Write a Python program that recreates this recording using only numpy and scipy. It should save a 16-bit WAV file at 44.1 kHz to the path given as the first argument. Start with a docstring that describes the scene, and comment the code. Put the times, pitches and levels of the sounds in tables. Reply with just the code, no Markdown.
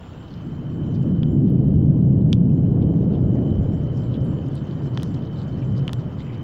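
"""Distant thunder over a garden at night

Thunder swells and rolls in overlapping peals: bands of roaring noise under peal and surge envelopes. A tree
cricket trills (a pulsed tone); three smaller insects chirp higher up (whistles in raspy noise). Sharp drops
like first raindrops land near the microphone (damped modes and a noise splash), with fainter patter. Thin
glassy ticks flicker near 12 kHz, mostly while the thunder is loudest. A light breeze stirs rustles and a hush
of air (coloured noise). The recorder's gain control pulls everything down while the thunder is loudest."""
import sys
import numpy as np
from scipy import signal
from scipy.fft import rfft, irfft, next_fast_len
from scipy.io import wavfile
from scipy.ndimage import uniform_filter1d, map_coordinates

SR = 44100
rng = np.random.default_rng(int(sys.argv[2]) if len(sys.argv) > 2 else 0)


def to_wav(sig):
    """Store sig (one row per channel, or 1-D mono) as 16-bit WAV at the path in sys.argv[1].

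    Samples outside -1..1 are clipped; the rate is SR.
    """
    pcm = np.clip(np.atleast_2d(sig), -1, 1) * 32767
    pcm = np.round(pcm).astype(np.int16)
    wavfile.write(sys.argv[1], SR, pcm.T)  # frames by channels


N = 283563


def amp(db):
    """Decibels to gain."""
    return 10 ** (np.asarray(db) / 20)


def unit(x):
    """Scale to rms 1."""
    return x / np.sqrt(np.mean(x ** 2) + 1e-20)


def along(points, hz):
    """Interpolate (frequency [Hz], value) points on a log frequency axis."""
    point_hz, values = np.transpose(points)
    return np.interp(np.log(hz + 1), np.log(point_hz + 1), values)


def curve(points):
    """One value per sample from (time [s], value) points."""
    time_s, values = np.transpose(points)
    return np.interp(np.arange(N) / SR, time_s, values)


def wobble(rate_hz):
    """Smooth random curve through rate_hz random knots a second."""
    knots = rng.standard_normal(int(N * rate_hz / SR) + 4)
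    return map_coordinates(knots, [np.arange(N) * rate_hz / SR])


def filtered(x, response):
    """Multiply the spectrum of x by response(hz)."""
    size = next_fast_len(len(x) + SR // 4)
    spectrum = rfft(x, size) * response(np.fft.rfftfreq(size, 1 / SR))
    return irfft(spectrum, size)[:len(x)]


def noise(response):
    """Coloured noise of rms 1."""
    return unit(filtered(rng.standard_normal(N), response))


def patchy(response, depth_db, size=512):
    """Coloured noise of rms 1 that glitters in small patches of time and pitch."""
    z = signal.stft(rng.standard_normal(N), nperseg=size)[2]
    field = rng.standard_normal(z.shape)
    for axis in (0, 0, 1, 1):
        field = uniform_filter1d(field, size=3, axis=axis)
    glitter = signal.istft(z * amp(depth_db * unit(field)), nperseg=size)[1][:N]
    return unit(filtered(glitter, response))


def below(hz, edge_hz, order):
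    """Gain of a smooth low-pass."""
    return 1 / np.sqrt(1 + (hz / edge_hz) ** (2 * order))


def above(hz, edge_hz, order):
    """Gain of the matching high-pass."""
    return (hz / edge_hz) ** order * below(hz, edge_hz, order)


def swell(time_s, length_s):
    """Gaussian rise and fall centred on time_s, sigma = length_s / 2."""
    age_s = np.arange(N) / SR - time_s
    return np.exp(-np.minimum(2 * (age_s / length_s) ** 2, 50))


# far foliage, near foliage, microphone hiss: (frequency [Hz], relative density [dB per Hz])
HUSH_COLOUR = [(100, -1.5), (500, 12), (900, 8.5), (1400, 3.5), (1900, -3.5), (2500, -13), (3500, -16),
               (6000, -39)]
HISS_COLOUR = [(1500, -13.5), (2500, 4.5), (3050, 3.5), (3500, -1), (4600, -3.5), (6000, -7), (7200, -10),
               (8200, -29), (12000, -38.5)]
MIC_COLOUR = [(1000, -2.5), (8000, -5), (13500, -0.5), (14400, 8.5), (15200, 17), (15800, 13)]
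# breeze: (time [s], strength [dB])
BREEZE_STRENGTH = [(0.3, 0.5), (0.7, 0), (1.6, -3.5), (2.5, -4), (3.2, -1.5), (4.0, 0.5), (4.8, 2),
                   (6.4, 2)]


def air(hush_db=-48.5, hiss_db=-65, hiss_follows=0.94, mic_db=-75):
    """Breeze draws an even hush from far foliage and a fluttering hiss from near leaves, over mic hiss."""
    breeze_db = curve(BREEZE_STRENGTH)
    stir_db = 1.6 * wobble(45)
    far = patchy(lambda hz: amp(along(HUSH_COLOUR, hz)), depth_db=1.2)
    near = patchy(lambda hz: amp(along(HISS_COLOUR, hz)), depth_db=3.4)
    mic = noise(lambda hz: amp(along(MIC_COLOUR, hz)))
    hush = amp(hush_db + breeze_db + stir_db / 5) * far
    hiss = amp(hiss_db + hiss_follows * breeze_db + stir_db) * near
    return hush + hiss + amp(mic_db) * mic


# clearest rustles: (time [s], length [s], level [dB], centre [Hz])
CLEAR_RUSTLES = [(.08, 0.42, -59.5, 3000), (0.323, 0.079, -64.5, 4400), (0.952, 0.015, -60, 4430),
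                 (1.487, 0.022, -61.5, 3520), (1.58, .005, -54, 2200), (1.903, .006, -55, 2000),
                 (2.826, 0.021, -54.5, 2960), (3.145, 0.024, -53.5, 3080), (3.35, 0.019, -64.5, 5500),
                 (3.366, 0.037, -57.5, 1900), (3.983, 0.054, -62, 5140), (4.068, 0.056, -66, 3800),
                 (4.15, 0.026, -53.5, 3360), (4.251, 0.016, -65.5, 8900), (4.553, 0.0088, -61, 8700),
                 (4.57, 0.048, -58, 3800), (4.72, 0.024, -60, 3600), (4.85, 0.028, -64.5, 5300),
                 (5.04, 0.11, -60, 4900), (5.147, 0.0085, -52.5, 4300), (5.25, 0.058, -61, 3800),
                 (5.4, 0.057, -56, 3900), (5.625, 0.014, -50, 2480), (5.781, 0.027, -54, 4400),
                 (6.205, 0.03, -55.5, 3660), (6.31, 0.13, -54.5, 2270), (6.341, 0.022, -59, 4000)]


def rustles(grain_db=4, octaves=0.51, stirs_from_s=3.9,
            faint_db=-67, faint_hz=4000, faint_length_s=0.019, count=10):
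    """Brief grainy brushes of band noise; faint ones come at random once the breeze picks up."""
    out = np.zeros(N)
    glitter = patchy(np.ones_like, depth_db=2.2)
    grain = amp(grain_db * wobble(500)) * glitter
    slot_s = (N / SR - stirs_from_s) / count
    faint = []
    for k, (when, size, tune) in enumerate(rng.random((count, 3))):
        time_s = stirs_from_s + (k + when) * slot_s
        length_s = faint_length_s * 2 ** (size - .5)
        faint.append((time_s, length_s, faint_db, faint_hz * 2 ** (tune - .5)))
    for time_s, length_s, db, centre_hz in CLEAR_RUSTLES + faint:
        def band(hz):
            distance = np.log2((hz + 1) / centre_hz) / octaves
            return amp(-24 * np.log2(np.hypot(1, distance)))
        out += amp(db) * swell(time_s, length_s) * unit(filtered(grain, band))
    return out


def struck(modes, pitch_hz, t, damping=1):
    """Heavily damped modes of alternating sign, a little different at each blow; peak 1."""
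    ring = np.zeros(len(t))
    for k, (ratio, width_hz, db) in enumerate(modes):
        gain = (-1) ** k * amp(db + rng.normal(0, 0.58))
        decay = np.exp(-np.pi * width_hz * damping * t)
        ring += gain * width_hz * decay * np.sin(2 * np.pi * pitch_hz * ratio * t)
    ring *= 1 - np.exp(-(t / 0.00016) ** 2)  # soft contact
    return ring / np.abs(ring).max()


# modes rung by near and far drops: (pitch ratio, width before damping [Hz], relative level [dB])
RING_MODES = [(.8, 429.5, -13.5), (1.03, 362.6, -3), (1.14, 388, -2), (1.28, 400, -12.5), (1.61, 565, -19)]


def patter(db=-56.5, spread_db=3.8, centre_hz=3300, octaves=2.2, thickens=0.45, count=70):
    """Farther drops ring at random, more of them as time goes on, each with its own small pitch."""
    out, t = np.zeros(N + SR), np.arange(SR // 50) / SR
    for when, size, tune in rng.random((count, 3)):
        start = int(when ** thickens * N)
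        gain = amp(db - spread_db * np.log(size + 0.083))
        pitch_hz = centre_hz * 2 ** (octaves * (tune - .5))
        out[start:][:len(t)] += gain * struck(RING_MODES, pitch_hz, t)
    return out[:N]


# clearest ticks: (time [s], level before gain_db [dB])
CLEAR_TICKS = [(1.0203, -57), (1.3204, -56), (1.501, -47.5), (1.6806, -52.5), (1.7409, -49.5),
               (1.8815, -54.5), (2.024, -61), (2.182, -60), (2.501, -56.5), (3.285, -63)]


def ticks(gain_db=4, pitch_hz=12000, length_s=.0004,
          faint_db=-61, faint_spread_db=2, around_s=1.9, spread_s=.45, count=9):
    """Glassy sine bursts a few cycles long; fainter ones scatter around the loudest thunder."""
    t, envelope = np.arange(N) / SR, np.zeros(N)
    faint = [(around_s + spread_s * when, faint_db + faint_spread_db * size)
             for when, size in rng.standard_normal((count, 2))]
    for time_s, db in CLEAR_TICKS + faint:
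        envelope += amp(db + gain_db) * swell(time_s, length_s)
    return envelope * np.sin(2 * np.pi * pitch_hz * t)


# chirping insects: (first chirp [s], initial period [s], slowing [1/s], pitch [Hz],
# whistle level before gain_db [dB], chirp length [s], rasp re whistle [dB], rest from [s], rest until [s])
CHIRPING_INSECTS = [(0.225, 0.323, 0.0155, 7170, -79, 0.07, -4, 1.0, 2.45),
                    (0.2, 0.274, 0, 7485, -79, 0.08, -6, 1.15, 3.35),
                    (0.06, 1.257, 0, 7170, -79, 0.11, 5, 1.7, 7)]


def chirpers(gain_db=2.5, scatter_db=2.0, jitter_s=.008, scatter_hz=12):
    """Unsteady whistles in a raspy noise skirt, repeated at each insect's pace, silent over its rest."""
    t, out = np.arange(N) / SR, np.zeros(N)
    for (first_s, period_s, slowing, pitch_hz, db, length_s, rasp_db,
         rest_from_s, rest_until_s) in CHIRPING_INSECTS:
        whistle = np.exp(.9j * wobble(90))
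        real, imag = (noise(lambda hz: below(hz, 220, order=3)) for _ in range(2))
        voice = whistle + amp(rasp_db) * (real + 1j * imag) / np.sqrt(2)
        age_s = t - first_s + jitter_s * wobble(2.2)
        paced_s = age_s * (1 - slowing * age_s)
        from_chirp_s = (paced_s + period_s / 2) % period_s - period_s / 2
        envelope = np.exp(-2 * (from_chirp_s / length_s) ** 2)
        singing = 1. * ((t < rest_from_s) | (t > rest_until_s))
        song = amp(db + gain_db + scatter_db * wobble(4.1)) * envelope
        song *= uniform_filter1d(singing, size=2000)
        phase = 2 * np.pi * np.cumsum(pitch_hz + scatter_hz * wobble(4.1)) / SR
        out += np.sqrt(2) * song * (voice * np.exp(1j * phase)).real
    return out


# tree cricket effort: (time [s], relative level [dB])
TRILL_EFFORT = [(0, -6), (.35, 3), (1.2, 3), (2.1, -1.5), (2.5, -1.5), (3.4, 1.8), (3.51, 8.5), (3.62, 2),
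                (3.85, 2), (4.2, 4.5), (5.3, 2), (6.4, 3.5)]


def tree_cricket(pitch_hz=3061, stroke_hz=66.5, db=-64.0, sharpness=1.4,
                 chorus_db=-70, chorus_width_hz=110):
    """Wing strokes pulse a tone that sags in pitch, uneven in strength; a far chorus is a noise band."""
    t = np.arange(N) / SR
    turn = 2 * np.pi * (stroke_hz * t + .1 * wobble(6))
    pulse = np.abs(np.sin(turn / 2)) ** sharpness
    sag = -.75 * np.cos(turn) + .35 * np.sin(turn)  # phase [rad]
    drift = 1.5 * wobble(11) + .18 * wobble(70) + sag
    wing = np.sin(2 * np.pi * pitch_hz * t + drift)
    unevenness = amp(1.3 * wobble(9) + 2 * wobble(55))
    near = amp(db) * unit(unevenness * pulse * wing)
    chorus = amp(chorus_db) * noise(lambda hz: below(hz - pitch_hz, chorus_width_hz, order=3))
    return amp(curve(TRILL_EFFORT)) * (near + chorus)


# near drops: (time [s], ring [dB], knock [dB], splash [dB], ring pitch [Hz], splash edge [Hz],
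# ring damping [ratio])
NEAR_DROPS = [(1.2315, -27, -34, -53.5, 2950, 5400, 0.53), (2.3292, -9, -26, -10, 3000, 7300, 0.86),
              (4.387, -44, -54, -67, 2830, 5930, 0.9), (4.9743, -24, -22, -23.5, 3040, 6230, 0.61),
              (4.9983, -33.5, -41, -48, 2800, 5950, 1), (5.022, -34, -41, -38, 3030, 12000, 1),
              (5.0318, -32, -33, -18, 3630, 15000, 0.86), (5.8790, -19, -30, -27, 2740, 9000, 0.58),
              (5.893, -31, -27.5, -54, 2980, 6000, 1.2), (5.932, -24.5, -28, -17.5, 3240, 13660, 1.1)]
# knock modes: (pitch ratio, width [Hz], relative level [dB])
KNOCK_MODES = [(1, 237, 1), (1.42, 221, -2.5), (1.92, 310, -3)]
# splash colour: (frequency [Hz], relative density [dB per Hz])
SPLASH_COLOUR = [(700, -32), (2200, -20), (2900, -15.5), (4000, -3), (5800, .7), (7000, -7), (8500, -6.5),
                 (10500, -6.5), (13000, -17), (15200, -4), (16000, -8.5)]


def drops(knock_hz=960, echo_db=-20, echo_t60_s=0.085):
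    """Each drop knocks, rings for a few milliseconds and splashes; the surroundings answer faintly."""
    out, t = np.zeros(N + SR), np.arange(SR // 8) / SR
    for time_s, ring_db, knock_db, splash_db, pitch_hz, edge_hz, damping in NEAR_DROPS:
        burst = rng.standard_normal(len(t)) * .07 * np.exp(-t / .0015) + (t == 0)
        burst = np.pad(burst, (20, 0))  # room for the zero-phase filter
        spray = filtered(burst, lambda hz: amp(along(SPLASH_COLOUR, hz)) * below(hz, edge_hz, order=4))
        spray = spray[:len(t)]
        ring = amp(ring_db) * struck(RING_MODES, pitch_hz, t, damping)
        knock = amp(knock_db) * struck(KNOCK_MODES, knock_hz, t)
        hit = ring + knock + amp(splash_db) * spray / np.linalg.norm(spray)
        tail = rng.standard_normal(len(t)) * amp(-60 * t / echo_t60_s)
        echo = signal.fftconvolve(hit, tail / np.linalg.norm(tail))[:len(t)]
        out[round(time_s * SR):][:len(t)] += hit + amp(echo_db) * echo
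    return out[:N]


def rumble(roar, span_s=0.11):
    """Countless overlapping shock fronts merge into a roar of even strength over span_s."""
    size = max(int(span_s * SR), 2)
    power = uniform_filter1d(uniform_filter1d(roar ** 2, size), size)
    return unit(roar / np.sqrt(np.abs(power) + 1e-9))


def peal(crest_s, rise_s, fall_s):
    """Level of one peal [dB]: steady climb, rounded crest, steady decay."""
    t = np.arange(N) / SR - crest_s
    return -10 * (np.hypot(1, t / np.where(t < 0, rise_s, fall_s)) - 1)


# thunder colour: (frequency [Hz], relative density [dB per Hz])
THUNDER_COLOUR = [(12, -18), (22, -19), (43, -20.5), (60, -14.5), (75, -7), (100, -3.5), (122, 3),
                  (141, 3.5), (160, 2), (185, -2), (250, -8), (300, -10.5), (400, -19.5), (620, -30),
                  (850, -43), (1400, -83)]
# constant far storm: (depth, boom, body, growl) [dB]
FAR_STORM_LEVELS = [-41.5, -47.5, -46.5, -58]
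# peals: (crest [s], rise [s], fall [s], level [dB], depth, boom and growl re level [dB])
THUNDER_PEALS = [(0.68, 0.19, 0.33, -37.5, -3, 4.3, -13.5), (1.099, 0.23, 0.33, -29, -4, 7.7, -11.5),
                 (1.448, 0.14, 0.3, -20.5, -5, 3.5, -19), (1.929, 0.45, 0.84, -20, -1, 8, -13),
                 (2.441, 0.2, 0.18, -24, -5, 7, -13), (2.849, 0.19, 0.19, -23.5, -4.5, 0.5, -9),
                 (3.382, 0.44, 0.23, -23.5, -6.5, -0.5, -9), (3.62, 0.07, 0.52, -35, 4.5, 9.5, -3),
                 (4.23, 0.16, 0.28, -29, -7.5, 4.4, -10.5), (4.88, 0.21, 0.34, -34, -6, 7.5, -10),
                 (5.08, 0.17, 0.16, -35.5, -5.5, 0, -7.5), (5.74, 0.34, 0.31, -34, 1.5, 8, -6.5),
                 (6.3, 0.4, .4, -38, -8, 5.4, -13)]
# surges rolling through the peals: (crest [s], sigma [s], level [dB], pitch [Hz])
ROLLING_SURGES = [(.48, 0.041, -35.5, 278), (1.041, 0.041, -24, 150), (1.42, 0.095, -20, 272),
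                  (1.804, 0.092, -17.5, 70), (1.91, 0.043, -8, 140), (2.1, 0.056, -9, 141),
                  (2.242, 0.075, -20.5, 70), (2.465, 0.065, -13, 140), (2.636, 0.067, -22.5, 71),
                  (2.842, .06, -22, 70), (2.955, .06, -28.5, 140), (3.223, 0.094, -23, 140),
                  (3.265, 0.032, -16.5, 68), (3.398, 0.023, -24, 267.6), (3.57, 0.066, -20.5, 70),
                  (4.044, 0.036, -21, 138), (4.21, 0.023, -22, 119), (4.3, 0.023, -25, 177),
                  (4.877, 0.022, -28, 140), (5.11, .05, -29.5, 179), (5.35, 0.025, -31.5, 88),
                  (5.571, 0.038, -32, 219), (5.747, 0.11, -21.5, 125), (5.99, 0.04, -27.5, 140),
                  (6.386, 0.038, -34.5, 70)]
# boom sinks as peals arrive from farther away: (time [s], power share of its upper half [ratio])
BOOM_UPPER_SHARE = [(1.0, .7), (2.0, 0.71), (3.2, 0.47), (4.2, 0.27), (5.7, 0.23)]


def thunder(shudder_db=0.76, shudder_hz=12, edge_db=-23, edge_hz=720, surge_octaves=.6):
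    """Peals from along the channel overlap: far parts a deep boom, nearer ones keep body and growl."""
    power = amp(FAR_STORM_LEVELS)[:, None] ** 2  # rows: depth, boom, body, growl
    for crest_s, rise_s, fall_s, db, depth_db, boom_db, growl_db in THUNDER_PEALS:
        band_db = db + np.array([depth_db, boom_db, 0, growl_db])
        power = power + np.outer(amp(band_db), amp(peal(crest_s, rise_s, fall_s))) ** 2
    centres_hz = np.array([70, 140, 280, 560])
    for crest_s, sigma_s, db, pitch_hz in ROLLING_SURGES:
        share = np.exp(-(np.log2(centres_hz / pitch_hz) / surge_octaves) ** 2)
        share = share / np.linalg.norm(share)
        power = power + np.outer(amp(db) * share, swell(crest_s, 2 * sigma_s)) ** 2

    def band(low_hz, high_hz):
        return noise(lambda hz: amp(along(THUNDER_COLOUR, hz))
                     * above(hz, low_hz, order=8) * below(hz, high_hz, order=8))

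    upper = np.clip(curve(BOOM_UPPER_SHARE), 0, 1)
    sinking = np.sqrt(1 - upper) * band(100, 145) + np.sqrt(upper) * band(145, 215)
    depth, boom = rumble(band(10, 100)), rumble(sinking)
    body, growl = rumble(band(215, 400)), rumble(band(400, 1600))
    # the air has absorbed nearly all of the treble
    edge = amp(edge_db) * noise(lambda hz: above(hz, 960, order=8) * below(hz, edge_hz, order=5))
    out = np.zeros(N)
    for band_power, roar in zip(power, (depth, boom, body, growl + edge)):
        out += np.sqrt(band_power) * amp(shudder_db * wobble(shudder_hz)) * roar
    return out


def scene():
    """All sources at one microphone."""
    background = air() + rustles() + patter() + ticks()
    insects = chirpers() + tree_cricket()
    return (background + insects + drops() + thunder())[None]


def record(dry, threshold_db=-19.0, squeeze=0.51, span_s=0.061, floor_db=-82, top_hz=15850):
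    """Gain control turns loud passages down, electronics add steady hiss, a low-pass limits the band."""
    size = max(int(span_s * SR), 2)
    level = np.sqrt(np.abs(uniform_filter1d(dry[0] ** 2, size)))
    over = (1 + (level / amp(threshold_db)) ** 6) ** (1 / 6)  # soft knee
    out = dry[0] * over ** -squeeze + amp(floor_db) * rng.standard_normal(N)
    return filtered(out, lambda hz: below(hz, top_hz, order=60))[None]


dry = scene()
out = record(dry)
to_wav(out)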